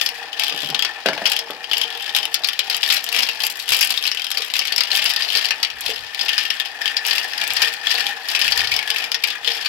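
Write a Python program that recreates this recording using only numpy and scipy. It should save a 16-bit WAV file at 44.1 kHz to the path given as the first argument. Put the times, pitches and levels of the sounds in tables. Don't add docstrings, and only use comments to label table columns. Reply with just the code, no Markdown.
import sys
import numpy as np
from scipy import signal
from scipy.fft import rfft, irfft, next_fast_len
from scipy.io import wavfile
from scipy.ndimage import uniform_filter1d, minimum_filter1d, map_coordinates

SR = 44100
rng = np.random.default_rng(int(sys.argv[2]) if len(sys.argv) > 2 else 0)


def digitize_waveform(pressure):
    field = np.atleast_2d(pressure).T
    bounded = np.clip(field, -1, 1)
    quanta = np.round(bounded * 32767).astype(np.int16)
    wavfile.write(sys.argv[1], SR, quanta)


def voltage_ratio(decibels):
    exponent = np.asarray(decibels, float) / 20
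    return 10 ** exponent


N = 426888


def unit(x):
    return x / np.sqrt(np.mean(x ** 2) + 1e-20)


def along(points, hz):
    f, v = np.transpose(points)
    return np.interp(np.log(hz + 1), np.log(f + 1), v)


def curves(rows):
    s, *columns = np.transpose(rows)
    return [np.interp(np.arange(N) / SR, s, column) for column in columns]


def wobble(rate):
    knots = rng.standard_normal(int(N * rate / SR) + 4)
    return map_coordinates(knots, [np.arange(N) * rate / SR])


def filtered(x, response):
    length = x.shape[-1]
    m = next_fast_len(length + min(length // 4, 8192))
    return irfft(rfft(x, m) * response(np.fft.rfftfreq(m, 1 / SR)), m)[..., :length]


def resonant(x, modes):
    def response(f):
        return sum(voltage_ratio(db) * 1j * f * w / (c * c - f * f + 1j * f * w) for c, w, db in modes)
    return unit(filtered(x, response))


def placed(times, shapes):
    out = np.zeros((2, N + shapes.shape[-1]))
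    for s, shape in zip(times, shapes):
        out[:, int(s * SR):][:, :shape.shape[-1]] += shape
    return out[:, :N]


# f/Hz, level/dB per Hz
TRACK_COLOUR = [(180, -29.5), (790, -12), (1300, -7.5), (1790, -3.5), (2080, 1), (2500, 5.5), (3150, 7),
                (4000, 2.5), (4750, 4), (5350, 2.5), (6200, -8.5), (8940, -17), (11900, -13.5),
                (16000, -26)]
# f/Hz, level/dB
GLASS_NOTES = [(6500, 0), (7400, 3), (8900, -1.5), (10400, -1.5), (11700, 3.5), (13200, 0), (16000, 2.5)]


def impacts(db, hz, bright_db, ring_t60, crack_t60, glass_t60):
    t = np.arange(SR // 20) / SR
    rise = 1 - np.exp(-t / 0.00092)
    part_hz = hz[:, None, None]

    draw = rng.standard_normal((len(db), 1, 3, 2))
    detune = np.exp(draw[..., :1] * [[.01], [.04], [.04]])
    pitch = np.clip(part_hz[..., None] * detune, 1600, 5600)
    pitch[:, :, 2] *= np.where(hz > 3900, 3000 / hz, 4850 / hz)[:, None, None]
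    phase = 2 * np.pi * (pitch * t + rng.random((len(db), 2, 3, 1)))
    mode_db = [[1], [4], [4]] * draw[..., 1:] - 60 * t / ring_t60 + [[0], [-3], [-5]]
    ring = (voltage_ratio(mode_db) * np.sin(phase)).sum(axis=2)

    noise = rng.standard_normal((len(db), 3, 2, len(t)))
    later = np.clip(t / 0.0025, 0, 1)
    chatter = voltage_ratio(later * (3 * unit(uniform_filter1d(noise[:, 2, :1], size=70)) - 4))

    def crack_colour(f):
        part_db = 6 * np.exp(-(np.log((f + 1) / part_hz) / .2) ** 2)
        return voltage_ratio(along(TRACK_COLOUR, f)) * voltage_ratio(part_db)

    def glass_colour(f):
        low_cut = 1 + (6800 / (f + 1)) ** 8
        return voltage_ratio(along(TRACK_COLOUR, f) + along(GLASS_NOTES, f)) / low_cut

    crack_decay = voltage_ratio(-60 * t / crack_t60) + voltage_ratio(-12 - 60 * t / 0.066)
    crack = unit(filtered(noise[:, 0], crack_colour)) * crack_decay
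    glass = unit(filtered(noise[:, 1], glass_colour)) * voltage_ratio(-60 * t / glass_t60)

    body = rise * (voltage_ratio(-3) * ring + chatter * crack)
    peak = np.abs(body.sum(axis=1, keepdims=True)).max(axis=2, keepdims=True)
    body = body / peak * np.sqrt(2)
    tick = rise * chatter * voltage_ratio(bright_db)[:, None, None] * glass
    return voltage_ratio(db)[:, None, None] * (body + tick)


# t/s, peak level/dB, struck part f/Hz, glass brightness level/dB
MARBLE_CLICKS = [(0.0122, -3, 3240, -11.5), (0.0615, -1, 5200, -14), (0.0894, -7, 5330, -12),
                 (0.3296, -15, 3040, -14), (0.3955, -1, 3170, -10.5), (0.4091, -16, 3250, -20),
                 (0.4194, -11, 2540, -21), (0.4356, -5, 3530, -13), (0.4442, -13, 2400, -4),
                 (0.4671, -12, 2800, -15), (0.4811, -7.5, 3070, -8), (0.4955, -10, 3120, -14),
                 (0.5236, -9.5, 3100, -32), (0.7456, -4.5, 3540, -25), (0.7918, -3.5, 3230, -14),
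                 (0.8231, -3, 3150, -13), (0.8483, -6.5, 4500, -23), (1.0598, -1, 2500, -18),
                 (1.0854, -5, 1670, -32), (1.1319, -11.5, 2180, -35), (1.177, -13, 2850, -36),
                 (1.255, 5.5, 3100, -17), (1.2646, -3, 5460, -40), (1.2747, -11, 2580, -6),
                 (1.2984, -7, 4600, -7), (1.3177, 0, 3130, -6), (1.3324, -15, 2910, -2),
                 (1.3641, -3, 3170, -12), (1.3903, -5.5, 5300, -12), (1.5057, -17, 3500, -5.5),
                 (1.6415, -14, 3120, -21), (1.7135, -5, 3350, -46), (1.7325, -4, 3040, -14),
                 (1.7685, -6.5, 5210, -21), (1.78, -7.5, 3080, -6), (1.8139, -3.5, 3170, -13),
                 (1.8354, -9.5, 3220, -15), (2.0926, -11, 3660, -23), (2.1484, 0, 3640, -14),
                 (2.1628, -2, 3480, -7), (2.1711, -14, 2910, -1), (2.1857, -7, 2980, -15),
                 (2.2296, -7, 2970, -21), (2.2528, -6, 3060, -9.5),
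                 (2.3421, -1.5, 4600, -1), (2.436, -10.5, 3750, -42), (2.4444, -2, 4640, -16),
               (2.4733, -19, 4860, 2), (2.4864, -1.5, 3280, -10), (2.5313, -10.5, 3500, -10),
               (2.591, -1, 3170, -12), (2.6987, -3, 4500, -8), (2.7204, -20, 4170, -16),
               (2.7448, -6, 3220, -18), (2.766, -13.5, 2670, 4), (2.83, -4, 3280, -28),
               (2.8377, -12, 3350, -4), (2.8618, -7.5, 4340, -16), (2.889, -8, 4000, -6),
               (2.9012, 3, 3970, -13), (2.911, -9, 5080, -16), (2.9218, -6, 2430, -7),
               (2.944, -12.5, 2550, 1), (2.9664, -6, 4100, -15), (3.041, -15.5, 3190, 4),
               (3.064, -12, 3060, -8), (3.089, -12, 4300, -5), (3.126, -7.5, 2520, -8.5),
               (3.146, -5, 2520, -16), (3.163, -6, 3170, -10), (3.1924, -8, 2560, -9),
               (3.2303, -3, 5160, -19), (3.253, -18, 1970, -7), (3.288, -5, 2730, -16),
               (3.4027, -9, 3180, -28), (3.422, -16, 2900, -10), (3.437, -1.5, 4750, -17),
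               (3.4486, -20, 2400, 5), (3.466, -10, 3270, 0), (3.5986, -14, 4610, -7),
                 (3.6791, -12, 2700, -8), (3.6903, -8, 3270, -1), (3.7044, -9.5, 3150, -1),
               (3.7202, -3.5, 2450, -7), (3.7285, -15, 2480, 3), (3.7344, -5, 3340, -13),
               (3.7452, -4, 3180, -7), (3.751, -13, 2900, -7), (3.7646, -9, 3260, -8),
               (3.7803, -11, 3290, -6), (3.7894, -8, 2880, -3), (3.8094, 5.5, 5300, -6),
               (3.8134, -13, 2900, -14), (3.8273, -2, 2960, -2), (3.8478, -7, 2980, -1),
               (3.8718, -9.5, 4750, -4), (3.9045, -1.5, 4640, -6), (3.9093, -14, 3100, -7),
               (3.922, -12, 2890, -2), (3.94, -12, 3250, -6), (3.9748, -4, 3750, -16),
               (4.025, -10.5, 3230, -11), (4.0386, -6.5, 4600, -14), (4.0531, -6, 2630, -18),
               (4.0663, -6.5, 3030, -8), (4.075, -2, 4130, -13.5), (4.115, -4.5, 5330, -22),
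               (4.1472, -10, 2800, -12), (4.3038, -14, 4160, -4), (4.3146, -7, 5050, -6),
               (4.3478, -15, 2870, -13), (4.3723, -3, 4650, -19), (4.4196, -7, 3830, -14),
               (4.4479, -20, 2780, -3),
                 (4.5004, -14.5, 2620, -19), (4.5376, -4, 4140, -11), (4.5547, -7.5, 2540, -12),
                (4.565, -8.5, 3000, -6), (4.5815, -14, 2500, -8), (4.591, -2.5, 5160, -10),
                (4.612, -10, 2890, -22), (4.6184, -10, 2300, -23), (4.6523, -11, 2220, -8),
                (4.672, -13, 4580, -7), (4.6798, -10, 3170, -10), (4.7231, -4, 4340, -12),
                (4.761, -0.5, 5350, -11), (4.7796, 0, 5060, -14), (4.8065, 0.5, 4520, -13),
                (4.835, -10.5, 5100, -8), (4.9156, 0.5, 4370, -19), (4.952, -5, 3300, -7),
                (4.9612, -12, 3380, 1), (4.9707, -3, 5040, -10), (4.987, -15, 2880, -9),
                (4.993, -7, 2940, -20), (5.0222, -4, 2930, -18), (5.0413, -11, 2860, -2),
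                (5.054, -7, 2950, -8), (5.0588, 1, 5200, -17), (5.093, -12, 4700, -4),
                (5.0997, -6, 4600, -9), (5.107, -1.5, 4730, -18), (5.1358, -11, 5150, -8),
                (5.1617, -4, 4730, -14), (5.2219, -5, 4840, -23), (5.2304, -9, 4740, -22),
                (5.247, -6, 4720, -26), (5.2878, -10, 4230, -26), (5.3013, -5.5, 3130, -15),
                (5.322, -8, 3160, -21), (5.33, -10, 3120, -10), (5.34, -12, 3170, -11),
                (5.3513, -2, 4500, -24), (5.359, -10, 2490, -5), (5.371, -5, 4900, -11),
                (5.3836, -13, 4900, -8), (5.427, -17, 4960, -13), (5.446, -5, 2960, -24),
                (5.4548, -2.5, 4650, -16), (5.464, -10, 4600, -15), (5.486, -12, 4500, -18),
                (5.507, -2, 2520, -33),
                 (5.629, -0.5, 4650, -17), (5.633, -21, 4700, -50), (5.648, -5, 2540, -34),
                 (5.7013, -13.5, 2520, -30), (5.8078, -28, 3190, 14.5), (5.8616, -7, 3890, -10),
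                 (5.901, -11.5, 2960, -9), (5.9593, -13.5, 2820, -14), (6.146, -10, 4460, -10),
                 (6.1918, -7, 3240, -17), (6.2104, -4, 5040, -23), (6.2828, -6, 2860, -30),
                 (6.291, -2, 2900, -13), (6.3308, -5.5, 2850, -19), (6.379, 1, 5090, -28),
                 (6.3918, -10, 2840, -15), (6.4104, -7.5, 3300, -22), (6.452, -8, 2870, -18),
                 (6.5028, -2, 3080, -17), (6.599, -3.5, 3180, -12), (6.6563, -10.5, 3050, -16),
                 (6.816, -8.5, 1790, -17), (6.8567, 1.5, 2950, -19), (6.865, -14, 3000, -21),
                 (6.8776, -4, 2900, -21), (6.967, 2, 5020, -33), (7.05, -6.5, 2900, -15),
                 (7.065, -19, 2510, 12), (7.0739, -6.5, 5500, -17), (7.0826, -7, 2510, -6),
                 (7.1096, -2.5, 4750, -25), (7.152, -9, 3060, -5), (7.1803, -2.5, 2770, -15),
                 (7.3333, -8, 1800, -25), (7.3777, -7.5, 5070, -10), (7.413, -3.5, 2350, -12),
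                 (7.438, -7, 2520, -10), (7.476, -11.5, 2560, 0), (7.5042, -3, 2450, -20),
                 (7.5346, -18, 2440, 8), (7.5655, 0, 5100, -18), (7.6187, 1.5, 4980, -10),
                 (7.7367, -10.5, 2450, -6),
                 (7.8688, -1, 3400, -24), (7.903, -12, 5040, -8), (7.9118, -3, 4850, -20),
                   (7.9531, -21, 3010, -9), (8.0046, -6, 4550, -19), (8.0657, -4, 3500, -17),
                   (8.286, -8.5, 4670, -4), (8.313, -11, 2760, -9), (8.349, 0.5, 2450, -21),
                   (8.3608, -4, 4700, -15), (8.3923, -8.5, 2530, -5), (8.4136, 0.5, 5000, -17),
                   (8.4478, -10, 3000, -17), (8.4788, 0, 2510, -12), (8.5206, 2.5, 4470, -22),
                   (8.575, -1.5, 4560, -5.5), (8.5915, -3.5, 4750, -21), (8.6053, -1.5, 2500, -21),
                   (8.672, -8, 4600, -10.5), (8.7168, -3, 2320, -16), (8.739, -5, 4950, -12),
                   (8.7635, -1.5, 5340, -13), (8.7895, -3.5, 2200, -22), (8.8266, -12, 2300, -13),
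                   (8.8757, -9, 3200, -8), (8.902, -3, 3050, -8), (8.96, -2.5, 2450, -21),
                   (8.9838, -11, 2450, -7), (9.0223, -13, 2500, -11), (9.0406, -7, 2450, -15),
                   (9.1169, -3.5, 5000, -14), (9.144, -1, 5100, -30), (9.237, 3, 2480, -11),
                   (9.2727, -14, 2450, -5), (9.2833, -8, 2400, -11), (9.3022, -8.5, 3660, -13),
                   (9.4457, -8.5, 3160, -33), (9.4753, -0.5, 3490, -20), (9.518, -6.5, 4930, -16),
                   (9.6586, -5.5, 4340, -19)]


def clicks():
    click_db, shine_db = -3, 4.5
    s, db, hz, bright_db = np.array(MARBLE_CLICKS).T
    far = np.where(s > 6, 1.6, 1)
    level_db = db + click_db - 3 * (far - 1)
    stretch = far[:, None, None]
    return placed(s, impacts(level_db, hz, bright_db + shine_db, ring_t60=0.017,
                             crack_t60=0.019 * stretch, glass_t60=0.011))


# densest at t/s, rattle level/dB, thinning/dB per s, glass share level/dB
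MARBLE_BATCHES = [(0, -25, 177, -6.5), (.42, -28.5, 45, -35), (.85, -33, 63, -43), (1.29, -31, 58, -17),
                  (1.74, -30, 70, -19), (2.17, -34, 37, -14), (2.731, -25.5, 130, -16),
                  (2.916, -19, 139, -8), (3.176, -20, 68, -13), (3.433, -25.5, 59, -4.5),
                  (3.738, -22.5, 40, -7), (4.38, -25, 93, -12), (4.57, -30.5, -8, -19),
                  (4.94, -25, 19, -13), (5.36, -25, 46, -16), (5.872, -26.5, 58, -16),
                  (6.21, -28, 16.5, -16), (6.4, -27, 65, -13.5), (6.88, -28, 103, -16),
                  (7.13, -23.5, 61, -11), (7.43, -26, 50, -19), (7.629, -19, 113, -14.5),
                  (7.94, -19.5, 62.5, -16), (8.3, -28, 25, -14), (8.43, -22, 32, -15),
                  (8.977, -23, 140, -15.5), (9.27, -30, 73, -32), (9.5, -27.5, 0, -18)]


def batches():
    gather_db_per_s, stray_db = 130, -38.5
    glass_fades = 0.35
    hop = 64
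    s, db, thinning, glass_db = np.transpose(MARBLE_BATCHES)[..., None]
    since = np.arange(0, N, hop) / SR - s
    loss_db = np.where(since < 0, -gather_db_per_s * since, np.abs(thinning) * since)
    lead = np.argmax(db - loss_db, axis=0)[None]
    rattle_db = np.maximum(np.take_along_axis(db - loss_db, lead, axis=0)[0], stray_db)
    share_db = np.take_along_axis(glass_db - glass_fades * loss_db, lead, axis=0)[0]
    return np.repeat([rattle_db, share_db], hop, axis=1)[:, :N]


# f/Hz, width/Hz, level/dB
TOWER_MODES = [(640, 260, -1), (269, 81, -4)]


def shaken(s, db):
    blows = np.bincount((s * SR).astype(int), voltage_ratio(db), N)[:N]
    return resonant(blows, TOWER_MODES) * [[1], [0]]


PIECE_NOTES = np.array([1790, 2520, 3060, 3350, 4330, 5020])
# f/Hz, width/Hz, level/dB
BOWL_MODES = [(471.6, 22.4, 6.5), (788, 112, 11.5)]
# f/Hz, width/Hz, level/dB
TUBE_MODES = [(1800, 122, 37), (2450, 130, 31), (3280, 68, 26.5)]
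# t/s, bowl level/dB, tube level/dB
HUM_LEVELS = [(0, -42.5, -39.5), (2.2, -43.5, -40.5), (3.6, -48.5, -43.5), (5.5, -46.5, -39),
              (6, -48.5, -42), (6.4, -49, -36.5), (7.5, -45.5, -34.5), (9.68, -47, -37.5)]


def rolling():
    rattle_db, glass_db = batches()
    count = 1000
    s, size, shine = rng.random((count, 3)).T
    s = s * N / SR
    bright_db = glass_db[(s * SR).astype(int)] + 9 * shine
    hz = rng.choice(PIECE_NOTES, count)
    bounces = placed(s, impacts(6 * size, hz, bright_db, ring_t60=0.021, crack_t60=0.025, glass_t60=0.025))

    def contact(rough_db, slow):
        roughness = wobble(150) + slow * wobble(14)
        return rng.standard_normal((2, N)) * voltage_ratio(rough_db * roughness)

    scrape = unit(filtered(contact(rough_db=5.5, slow=0.44), lambda f: voltage_ratio(along(TRACK_COLOUR, f))))
    swell_db = .35 * (rattle_db - rattle_db.mean())
    hum = 0
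    for db, modes in zip(curves(HUM_LEVELS), [BOWL_MODES, TUBE_MODES]):
        hum = hum + voltage_ratio(db + swell_db) * resonant(contact(rough_db=4.5, slow=0.37), modes)
    rattle = 0.63 * unit(bounces) + 0.49 * scrape + 0.043 * shaken(s, 16 * size)
    return voltage_ratio(rattle_db) * rattle + hum


# first rib t/s, gap/s, rib count, peak level/dB
RIB_RUNS = [
    (0.5473, 0.014, 12, -16.5),
    (1.878, 0.024, 7, -20),
    (2.007, .0177, 5, -21),
    (4.171, 0.024, 5, -14),
]


def ribs():
    rib_hz, glass_db = 3170, -8.5
    scatter_s, scatter_db = 0.0006, 0.5
    ticks = [(first + k * gap, db) for first, gap, count, db in RIB_RUNS for k in range(round(count))]
    s, db = np.transpose(ticks)
    late, size, tone = rng.standard_normal((len(s), 3)).T
    shapes = impacts(db + scatter_db * size, rib_hz * (1 + .04 * tone), glass_db + 3 * tone,
                     ring_t60=.02, crack_t60=.02, glass_t60=.012)
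    return placed(s + scatter_s * late, shapes)


# t/s, peak level/dB, f/Hz
TOWER_KNOCKS = [
    (0.523, -26, 507),
    (0.544, -26, 343),
    (0.631, -6, 250),
    (0.691, -5, 298),
    (1.059, -5, 640),
    (1.087, -7.5, 670),
    (1.128, -16, 640),
    (1.179, -17, 690),
    (1.218, -16, 690),
    (1.501, -21, 510),
]
# t/s, peak level/dB
FUNNEL_DROPS = [
    (4.398, -32),
    (5.361, -28),
    (5.891, -22.5),
    (9.476, -26),
]
# t/s, peak level/dB
TUBE_SONGS = [(0.014, -20), (5.1717, -20), (5.3475, -18), (5.5154, -17), (6.332, -19), (6.3797, -17),
              (6.4543, -21), (6.5112, -19), (6.6016, -16), (6.819, -21), (6.8655, -17.5), (6.99, -17.5),
              (7.5665, -20), (7.6196, -25), (7.8675, -14.5), (8.0113, -17.5), (8.5679, -15.5)]


def knocks():
    t = np.arange(SR // 6) / SR

    def thud_colour(f):
        return f ** 4 / (f ** 4 + 135 ** 4) / (1 + (f / 1700) ** 2)

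    s, db, hz = np.transpose(TOWER_KNOCKS)
    ring = sum(np.sin(2 * np.pi * k * hz[:, None] * t) for k in (1, 2.4)) * voltage_ratio(-60 * t / 0.016)
    thud = unit(filtered(rng.standard_normal(ring.shape), thud_colour)) * voltage_ratio(-60 * t / 0.034)
    boom = np.sin(2 * np.pi * 145 * t) * voltage_ratio(-60 * t / 0.17) * np.tanh(t / 0.02)
    onset = np.tanh(t / np.where(hz < 320, .015, .0003)[:, None])
    blow = voltage_ratio(db - 4.0)[:, None] * (ring + 0.47 * thud + 0.077 * boom) * onset

    drop_s, drop_db = np.transpose(FUNNEL_DROPS)
    hollow_note = np.sin(2 * np.pi * 462 * t) * voltage_ratio(-60 * t / .05) * np.tanh(t / .002)
    hollow = voltage_ratio(drop_db)[:, None] * hollow_note

    sing_s, sing_db = np.transpose(TUBE_SONGS)
    note_hz = TUBE_MODES[0][0] * (1 + .01 * rng.standard_normal((len(sing_s), 1)))
    song_decay = voltage_ratio(-60 * t / 0.055) * np.tanh(t / 0.0017)
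    song = voltage_ratio(sing_db)[:, None] * np.sin(2 * np.pi * note_hz * t) * song_decay

    every = np.vstack([blow, hollow, song])
    return placed(np.r_[s, drop_s, sing_s], np.stack([every, 0 * every], axis=1))


# t/s, length/s, level/dB
GRIP_SHIFTS = [
    (3.718, 0.033, -44),
    (5.91, 0.38, -54),
    (7.567, 0.14, -53),
    (8.622, 0.32, -47.5),
]


def handling():
    t = np.arange(N) / SR
    shifts = sum(voltage_ratio(db) * np.exp(-(2 * (t - s) / length) ** 4) for s, length, db in GRIP_SHIFTS)
    grip = voltage_ratio(-81.0) + shifts

    def rumble_colour(f):
        return f ** 4 / (f ** 4 + 38 ** 4) / (1 + (f / 85) ** 3)

    rumble = filtered(rng.standard_normal((2, N)), rumble_colour)
    return grip * voltage_ratio(2 * wobble(20) + [[-8], [5]]) * unit(rumble)


# f/Hz, t60/s
ROOM_DECAY = [(300, 0.31), (2000, 0.19), (12000, 0.03)]


def room(x):
    step = SR // 4
    out = np.zeros((2, N + 2 * SR))
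    for start in range(0, N, step):
        hz, t, z = signal.stft(rng.standard_normal((2, SR // 3)), SR, nperseg=256)
        decay = voltage_ratio(-60 * t / along(ROOM_DECAY, hz)[:, None])
        tail = signal.istft(z * decay, SR, nperseg=256)[1]
        wet = signal.fftconvolve(x[:, start:start + step], tail / np.linalg.norm(tail[0]), axes=1)
        out[:, start + 150:][:, :wet.shape[1]] += wet
    return out[:, :N]


# f/Hz, level/dB per Hz
AIR_COLOUR = [(40, -18), (300, -14.5), (900, -8.5), (3000, -0.5), (16000, -88)]


def room_tone():
    hiss = filtered(rng.standard_normal((2, N)), lambda f: voltage_ratio(along(AIR_COLOUR, f)))
    return voltage_ratio(-46.5) * unit(hiss)


# f/Hz, level/dB
PORT_BALANCE = [(200, -1.5), (700, 1), (1290, 2.5), (2380, 11.5), (4400, 15), (8120, 0.5), (15000, 3.5)]
# f/Hz, correlation/1
PORT_LIKENESS = [(60, 0.71), (240, 0.97), (950, 0.75), (3770, 0.12), (15000, 0.024)]


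def ports(paths):
    def spread(hz):
        turn = np.arccos(np.clip(along(PORT_LIKENESS, hz), -1, 1)) / 2
        return np.array([np.cos(turn), np.sin(turn)])

    def share(hz, sign):
        return 1 / np.sqrt(1 + voltage_ratio(-2 * sign * along(PORT_BALANCE, hz)))

    def balance(hz):
        delay = np.exp(-2j * np.pi * hz * 7e-5)
        return 2 * np.array([share(hz, 1) * delay, share(hz, -1)])

    mid, side = filtered(paths, spread)
    return filtered(np.array([mid + side, mid - side]), balance)


def scene():
    run = clicks() + rolling() + ribs() + knocks()
    heard = run + voltage_ratio(-7.5) * room(run)
    heard = filtered(heard, lambda f: (1j * f / (1j * f + 130)) ** 2)
    return ports(heard + room_tone()) + handling()


def low_pass(x):
    return signal.sosfilt(signal.butter(12, 16830, fs=SR, output="sos"), x)


def record(dry):
    need = np.minimum(1, .99 / (np.abs(dry).max(axis=0) + 1e-9))
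    gain = uniform_filter1d(minimum_filter1d(need, size=61), size=31)
    mix = filtered(dry * gain, lambda f: voltage_ratio(-25 * (f > 15900)))
    return low_pass(mix)


dry = scene()
out = record(dry)
digitize_waveform(out)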